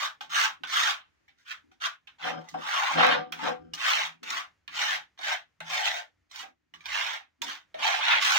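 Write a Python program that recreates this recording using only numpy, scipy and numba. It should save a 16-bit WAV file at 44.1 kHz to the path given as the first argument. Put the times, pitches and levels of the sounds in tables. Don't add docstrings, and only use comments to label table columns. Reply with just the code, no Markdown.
import sys
import numpy as np
from scipy import signal
from scipy.fft import rfft, irfft
from scipy.io import wavfile
from scipy.ndimage import uniform_filter1d
from numba import njit

SR = 44100
rng = np.random.default_rng(int(sys.argv[2]) if len(sys.argv) > 2 else 0)


def wav_out(sig):
    wavfile.write(sys.argv[1], SR, np.round(np.clip(np.atleast_2d(sig).T, -1, 1) * 32767).astype(np.int16))


def makeup_ratio(level_db):
    decades = np.asarray(level_db, float) / 20
    return 10 ** decades


N = 369558
HAND_S = np.arange(0, N / SR + .002, .001)


def unit(x):
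    return x / np.sqrt(np.mean(x ** 2))


def band(x, lo_hz, hi_hz, order=2):
    sos = signal.butter(order, [lo_hz, min(hi_hz, .45 * SR)], "band", fs=SR, output="sos")
    return signal.sosfilt(sos, x)


def colour(x, points, peaks=(), share=1):
    hz = np.arange(2049) * SR / 4096 + 1
    point_hz, point_db = np.array(points).T
    db = share * np.interp(np.log(hz), np.log(point_hz), point_db)
    db = db + sum(d / (1 + (2 * (hz - f) / w) ** 2) for f, w, d in peaks)
    cep = irfft(np.log(makeup_ratio(db)))
    cep[1:2048] *= 2
    cep[2049:] = 0
    response = irfft(np.exp(rfft(cep)))[:2048]
    return signal.fftconvolve(x, response)[:len(x)]


def ring(x, hz, t60):
    r = np.exp(-np.log(1000) / (max(t60, .003) * SR))
    w = 2 * np.pi * hz / SR
    return signal.lfilter([np.sin(w)], [1, -2 * r * np.cos(w), r * r], x)


def walk(rate):
    k = int(SR / rate)
    held = np.repeat(rng.standard_normal(N // k + 1), k)
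    return uniform_filter1d(held, k)[:N]


@njit
def svf(x, hz, q):
    y, bp, lp = np.empty(len(x)), 0., 0.
    for i in range(len(x)):
        g = np.tan(np.pi * hz[i] / SR)
        v = (bp + g * (x[i] - lp)) / (1 + g * (g + 1 / q))
        bp, lp, y[i] = 2 * v - bp, lp + 2 * g * v, v / q
    return y


def audio_rate(*controls):
    return [np.interp(np.arange(N) / SR, HAND_S, c) for c in controls]


# (start [s], rise [s], hold [s], peak [dB], change over the hold [dB])
STROKES = [(-.06, 0.086, 0.033, -34.5, 1), (.295, 0.093, 0.066, -27, -1), (0.653, 0.13, 0.12, -29, 0),
           (1.366, 0.023, 0.051, -71, -3), (1.446, 0.058, 0.012, -44.5, 8), (1.801, 0.05, 0.016, -32, -1.5),
           (2.184, 0.095, 0.019, -36, -2.5), (2.353, 0.037, 0.098, -63, -2), (2.571, 0.22, 0.26, -32, -8),
           (2.953, 0.059, 0.13, -22, -6), (3.332, 0.15, .01, -37.5, -1), (3.752, 0.15, .16, -26.5, -9),
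           (4.234, 0.067, 0.094, -38.5, 3.5), (4.702, .13, 0.13, -28.5, -4),
           (5.176, 0.12, 0.041, -30.5, 0.5), (5.638, .12, .24, -31.5, -7), (5.78, .1, .015, -27, -6.5),
           (6.295, .065, 0.056, -48, 4.5), (6.766, .04, 0.037, -68, 1), (6.838, .13, 0.19, -32, -5),
           (7.431, .06, 0.084, -38, -12.5), (7.775, 0.091, .19, -27.5, -9.5),
           (7.948, .18, 0.054, -22.5, -7), (8.166, 0.087, 0.18, -27, 2)]
# (flex re rasp [dB], hiss re rasp [dB], flex [Hz], rasp [Hz])
GRIP = [(-3.5, -6, 1175, 3700), (-5, -4.5, 1183, 2750), (-6, -5, 1215, 3300), (-7, -2, 1500, 2250),
        (-11, -8, 1230, 2500), (-5.5, -8.5, 1230, 3100), (-1, -12, 860, 2400), (4.5, -7.5, 860, 2000),
        (0.5, -8, 1074, 2600), (-3.5, -20, 990, 1600), (1.5, -10, 960, 2200), (-7.5, -7.5, 1094, 2800),
        (-5, -6.5, 1130, 2400), (-12, -9.5, 950, 1900), (-11, -10, 870, 1700), (-7, -7.5, 796, 2000),
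        (-10.5, -9.5, 800, 3100), (-10.5, -3.5, 1050, 2400), (0, -4, 1150, 2200), (-8.5, -9.5, 1040, 2250),
        (-9, -7.5, 1080, 3100), (-4.5, -11, 886, 2500), (-9.5, -17.5, 910, 2250), (-8, -5, 1120, 2800)]
RELEASES = [380, 326.3, 270.6, 350, 402.3, 351, 250, 330, 267.4, 269, 325, 340, 352.4, 349, 345.4, 400,
            300.3, 504, 400, 322, 347, 300, 295, 300]
# (level re tap [dB], hiss re skid [dB])
SKIDS = [(-3, -9), (-11, -16), (-6.5, -15), (-7, -6), (-5.5, -18.5), (-9.5, 6), (-36, -12), (-15, -9),
         (-15, -18), (-7, -12), (-12, 5.5), (-5, -5), (-10.5, 9), (-9.5, -23.5), (-14, -3), (-8, -33),
         (-11, 7), (-7.5, 2), (-12.5, -12), (-8.5, -7.5), (-14, -5), (-13, -4), (-14, 1.5), (-5, -13)]
ONSET_DB = -26.5
LIFT_DB, LIFT_S = -3, 0.018
SKID_DB_PER_S, SKID_FLEX_DB = 449, -14
FLEX_GAIN_DB_PER_S, HISS_SAG_DB_PER_S, HISS_RELEASE_DB_PER_S = 2.5, 4.5, 152
FLEX_SAG_PER_S, RASP_SAG_PER_S = 0.52, 0.42


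def hand():
    start, rise, hold, peak_db, fade_db = np.array(STROKES).T[:, :, None]
    age, hold = HAND_S - start, np.maximum(hold, .005)
    lifted = np.maximum(age - rise - hold, 0)
    db = peak_db + ONSET_DB * np.clip(1 - age / rise, 0, 1) ** 2
    db = db + fade_db * np.clip((age - rise) / hold, 0, 1)
    db = db - np.array(RELEASES)[:, None] * lifted
    db = db + LIFT_DB * np.minimum(lifted / LIFT_S, 1)
    db = np.where(age < 0, -130, db)
    now = db.argmax(axis=0), np.arange(len(HAND_S))
    flex_db, hiss_db, flex_hz, rasp_hz = np.array(GRIP)[now[0]].T
    along = np.clip(age - rise, -.2, .3)[now]

    since = HAND_S - np.array(TAPS)[:, :1]
    skid_db = np.array(TAPS)[:, 1:2] + np.array(SKIDS)[:, :1] - SKID_DB_PER_S * since
    skid_db = np.where(since < 0, -130, skid_db)
    skid_hiss_db = np.array(SKIDS)[skid_db.argmax(axis=0), 1]
    skid_db = skid_db.max(axis=0)
    skids = skid_db > db[now]

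    flex_db = np.where(skids, SKID_FLEX_DB, flex_db + FLEX_GAIN_DB_PER_S * along)
    hiss_db = hiss_db - HISS_SAG_DB_PER_S * along - HISS_RELEASE_DB_PER_S * lifted[now]
    hiss_db = np.where(skids, skid_hiss_db, hiss_db)
    flex_hz = flex_hz * (1 - FLEX_SAG_PER_S * along)
    rasp_hz = rasp_hz * (1 - RASP_SAG_PER_S * along)
    grip = uniform_filter1d([flex_db, hiss_db, flex_hz, rasp_hz], size=5)
    return audio_rate(np.maximum(skid_db, db[now]), *grip)


GRIT_SPREAD_DB = 4.3


def grit(per_s, chatter_db):
    chance = rng.random((3, N))
    sizes = makeup_ratio(-GRIT_SPREAD_DB * np.log(chance[2] + 0.039))
    clicks = (chance[0] < per_s / SR) * np.sign(chance[1] - .5) * sizes
    chatter = np.clip(.15 * walk(45) + walk(600), -3, 2.5)
    return clicks * makeup_ratio(chatter_db * chatter)


# (frequency [Hz], level per Hz [dB])
RASP = [(180, -75), (300, -41), (449, -13), (627, -5.5), (877, -4), (954, -11.5), (1150, -4.5),
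        (1270, -5.5), (1480, 2.5), (3190, 2), (4460, -9), (6340, -15), (12000, -33.5), (15200, -34),
        (16500, -35)]
# (frequency [Hz], width [Hz], level [dB])
BLADE = [(3704, 420, 5), (6050, 2200, 6.5)]
GRIT_PER_S, CHATTER_DB = 5000, 1.8


def rasp(rasp_db, flex_db, hiss_db, flex_hz, rasp_hz):
    blade = colour(grit(GRIT_PER_S, CHATTER_DB), RASP, BLADE)
    flex = band(blade, 300, 1400, order=3)
    mid = band(blade, 1400, 4500, order=3)
    hiss = band(blade, 4500, 17000, order=3)
    flex = svf(svf(flex, flex_hz, 1.6), flex_hz, 1.6) + .6 * svf(flex, flex_hz, 6.)
    mid = mid + 0.6 * svf(mid, rasp_hz, 3.6)
    flex = unit(flex) * makeup_ratio(flex_db + 0.51 * walk(60))
    hiss = unit(hiss) * makeup_ratio(hiss_db + 0.59 * walk(90))
    return makeup_ratio(rasp_db - 2.5) * (unit(mid) + flex + hiss)


ECHO_T60_S = 0.21
EARLY_T60_S, EARLY_DB = .009, 12


def panels(x, echo_db, travel_s):
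    hop, t = int(travel_s * SR), np.arange(SR // 10) / SR
    steps = N // hop + 2
    fade = np.sin(np.pi * np.arange(2 * hop) / (2 * hop)) ** 2
    padded = np.r_[np.zeros(hop), x, np.zeros(3 * hop)]
    out = np.zeros(N + 4 * hop + SR)

    noise = rng.standard_normal((steps, len(t))) * (t > .0004)
    low = band(noise, 280, 1900)
    tails = low * makeup_ratio(-60 * t / ECHO_T60_S)
    tails = tails + 0.64 * (noise - low) * makeup_ratio(-60 * t / (0.89 * ECHO_T60_S))
    tails = tails + noise * makeup_ratio(EARLY_DB - 60 * t / EARLY_T60_S)
    tails = tails / np.linalg.norm(tails, axis=1, keepdims=True)

    pieces = np.array([padded[k * hop:(k + 2) * hop] * fade for k in range(steps)])
    for k, echo in enumerate(signal.fftconvolve(pieces, tails, axes=1)):
        out[k * hop:k * hop + len(echo)] += echo
    return x + makeup_ratio(echo_db) * out[hop:hop + N]


# (frequency [Hz], left minus right [dB])
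PORTS = [(150, 0), (500, .5), (1290, 2), (2380, -5), (4400, -4.5), (8120, -1), (13000, -3), (14500, -10)]
# (frequency [Hz], width [Hz], level [dB])
PORT_WHISTLE = [(14600, 990, 1), (15350, 2300, 11)]


def ports(x, lag, echo_db, pan_db, travel_s):
    left, right = panels(x, echo_db, travel_s), panels(x, echo_db, travel_s)
    left = np.r_[np.zeros(lag), left[:-lag]]
    left = colour(left, PORTS, PORT_WHISTLE, share=.5)
    right = colour(right, PORTS, PORT_WHISTLE, share=-.5)
    return np.array([left * makeup_ratio(pan_db / 2), right * makeup_ratio(-pan_db / 2)])


# (frequency [Hz], level per Hz [dB])
HUSH = [(15, -44.5), (25, -10.5), (82, 0.5), (451, -12), (840, -11), (2000, -7.5), (3720, -18),
        (6740, -20.5), (8140, -30.5), (16000, -38.5)]
# (time [s], level [dB])
SUPPRESS = [(0, 2), (1.101, 3.5), (1.4, 2), (4.4, -1), (4.65, 0.5), (5.5, 0), (6.2, 1), (6.6, -4.5),
            (7.3, -2), (8.38, 0)]
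HUSH_DB = -75.5


def hush():
    mid, side = (colour(rng.standard_normal(N), HUSH) * makeup_ratio(2.5 * walk(7.2)) for _ in range(2))
    level_db = HUSH_DB - 2 + np.interp(np.arange(N) / SR, *np.array(SUPPRESS).T)
    return makeup_ratio(level_db) * unit(np.array([mid + .5 * side, mid - .5 * side]))


# (time [s], hold [s], knocks [dB], lowest mode [dB], rumble [dB])
THUMPS = [(0.204, .34, -73, -79, -87), (0.612, 0.041, -67, -77, -88.5), (2.903, .05, -60.5, -75, -84),
          (1.642, 0.075, -70.5, -88, -79), (2.238, 0.15, -49.5, -54, -72), (2.541, 0.05, -52, -57.5, -76),
          (2.962, 0.23, -43.5, -40.5, -69.5), (3.434, 0.074, -46.5, -53.5, -71.5),
          (3.598, 0.16, -60.5, -65, -68.5), (4.04, 0.14, -79, -66, -83), (4.225, 0.13, -60, -75, -84.5),
          (4.69, 0.052, -71.5, -66.5, -82.5), (4.84, .2, -78, -74.5, -91), (5.2, .14, -72, -82.5, -88.5),
          (3.266, .16, -59.5, -64.5, -79), (5.618, .13, -73, -59.5, -78), (5.862, 0.045, -80, -78, -77),
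          (6.161, .3, -95, -99, -77.5), (6.418, 0.022, -63, -88, -80.5), (6.738, .06, -72.5, -79, -76.5),
          (6.822, 0.26, -80.5, -94, -72), (7.418, 0.056, -56.5, -66.5, -76.5),
          (7.758, 0.071, -70, -78.5, -77.5), (8.143, .26, -67, -84, -95)]
# knocks, lowest mode, rumble (level [dB])
REST_DB = [-90.5, -95.5, -90]
THUMP_RISE_DB_PER_S, THUMP_SAG_DB_PER_S, THUMP_FALL_DB_PER_S = 900, 20, 221


def lean():
    start, hold, *levels = np.array(THUMPS).T[:, :, None]
    age = HAND_S - start
    shape = THUMP_RISE_DB_PER_S * np.minimum(age, 0)
    shape = shape - THUMP_SAG_DB_PER_S * np.clip(age, 0, hold)
    shape = shape - THUMP_FALL_DB_PER_S * np.maximum(age - hold, 0)
    return audio_rate(*[np.maximum((db + shape).max(axis=0), rest) for db, rest in zip(levels, REST_DB)])


# (frequency [Hz], level [dB], T60 [s])
HOLLOW = [(257.2, -6.5, 0.19), (305, 1.5, .08), (340, -0.5, 0.07), (384, 1, 0.057)]
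# (frequency [Hz], level [dB], T60 [s])
BENCH = [(500.3, 8.5, 0.2), (578, 3, 0.087), (620, -0.5, 0.043), (744, 1, 0.23), (876, -9.5, .12),
         (995, -5, 0.13), (1190, 2, 0.28), (1350, 6.5, 0.053), (1590, 3.5, 0.055), (3080, 3.5, 0.025),
         (5270, -3.5, .03)]
HEAVY_DB = -48


def bench(knock_db, drone_db, rumble_db):
    knocks = unit(grit(900, 0.62))
    hollow = sum(makeup_ratio(db) * ring(knocks, hz, t60) for hz, db, t60 in HOLLOW)
    hollow = unit(band(hollow, 230, 370)) * makeup_ratio(knock_db + 5)
    heavy = knocks * makeup_ratio(knock_db + 1.5 * np.minimum(knock_db - HEAVY_DB, 0))
    upper = sum((-1) ** k * makeup_ratio(db) * ring(heavy, hz, t60) for k, (hz, db, t60) in enumerate(BENCH))
    drone = unit(band(ring(knocks, 164, 1.0), 120, 240)) * makeup_ratio(drone_db + 2.5 + 2.7 * walk(12))
    rumble = unit(band(rng.standard_normal(N), 63, 90)) * makeup_ratio(rumble_db + 1.5 + 3 * walk(7))
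    return hollow + makeup_ratio(-19) * band(upper, 310, 8000), drone, rumble


# (time [s], peak [dB], ring [Hz], knock re peak [dB], knock [Hz])
TAPS = [(0.208, -35, 1560, -10.5, 852), (0.635, -24.5, 1500, -19.5, 1206), (1.28, -51, 2245, -27, 787),
        (1.715, -55, 1500, -16, 762), (2.072, -43, 3440, -26, 1264), (2.486, -43, 2010, -16, 1200),
        (2.541, -38, 1120, 2, 758), (2.98, -23, 1670, -5, 707), (3.066, -14, 1600, -26, 728),
        (3.322, -28, 2490, -18.5, 754), (3.735, -27.5, 2890, -30, 1230), (4.23, -36, 1550, -19, 890),
        (4.303, -26.5, 3770, -14.5, 1330), (4.678, -32.5, 2870, -23, 1170), (5.19, -37, 3770, -9.5, 765),
        (5.604, -32, 1540, -18, 867), (6.313, -43.5, 3990, -11, 1148), (6.358, -35, 3820, -33, 1170),
        (6.429, -33.5, 1620, -13.5, 776), (6.738, -41, 2970, -15, 1150), (6.807, -44.5, 2360, -22, 1190),
        (6.857, -27.5, 2430, -28.5, 996), (7.418, -21, 3484, -20.5, 939), (7.742, -39.5, 1840, -0.5, 638)]
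KNOCK_T60_S = .11
THUD_DB, THUD_S = -1, 0.019


def taps():
    size = 8192
    out = np.zeros(N + size)
    t = np.arange(size) / SR
    for (s, db, hz, knock_db, knock_hz), noise in zip(TAPS, rng.standard_normal((len(TAPS), size))):
        push = noise * np.exp(-t / 0.00015)
        crack = colour(push, RASP, BLADE)
        tone = ring(push, hz, .042)
        knock = ring(noise * np.exp(-t / 0.0032), knock_hz, KNOCK_T60_S)
        thud = band(noise[::-1] * np.exp(-t / THUD_S), .6 * knock_hz, 1.9 * knock_hz)
        knock = knock / abs(knock).max() + makeup_ratio(THUD_DB) * thud / abs(thud).max()
        hit = crack / abs(crack).max() + .6 * tone / abs(tone).max()
        hit = hit + makeup_ratio(knock_db + 3.5) * knock
        first = int(s * SR)
        out[first:first + size] += makeup_ratio(db - 1.5) * hit
    return band(out[:N], 500, 17000, order=3)


# (time [s], left minus right [dB])
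DRIFT = [
    (0, 1),
    (3, 2),
    (5.5, 2),
    (6.8, 0),
    (8.38, .5),
]
RASP_LAG, BENCH_LAG = 41, 53
ECHO_DB, TRAVEL_S = 4.5, .035


def scene():
    pan_db = np.interp(np.arange(N) / SR, *np.array(DRIFT).T)
    blade = ports(rasp(*hand()) + taps(), RASP_LAG, ECHO_DB, pan_db, TRAVEL_S)
    modes, drone, rumble = bench(*lean())
    lows = np.array([np.roll(drone, BENCH_LAG // 2) + rumble, drone + rumble])
    return blade + ports(modes, BENCH_LAG, -6, 2.6, 0.98) + lows + hush()


def low_pass(x):
    return signal.sosfilt(signal.butter(12, 17120, fs=SR, output="sos"), x)


def record(dry):
    top_cut = signal.ellip(9, .5, 30, 15850, fs=SR, output="sos")
    mix = signal.sosfilt(top_cut, dry)
    return low_pass(mix)


dry = scene()
out = record(dry)
wav_out(out)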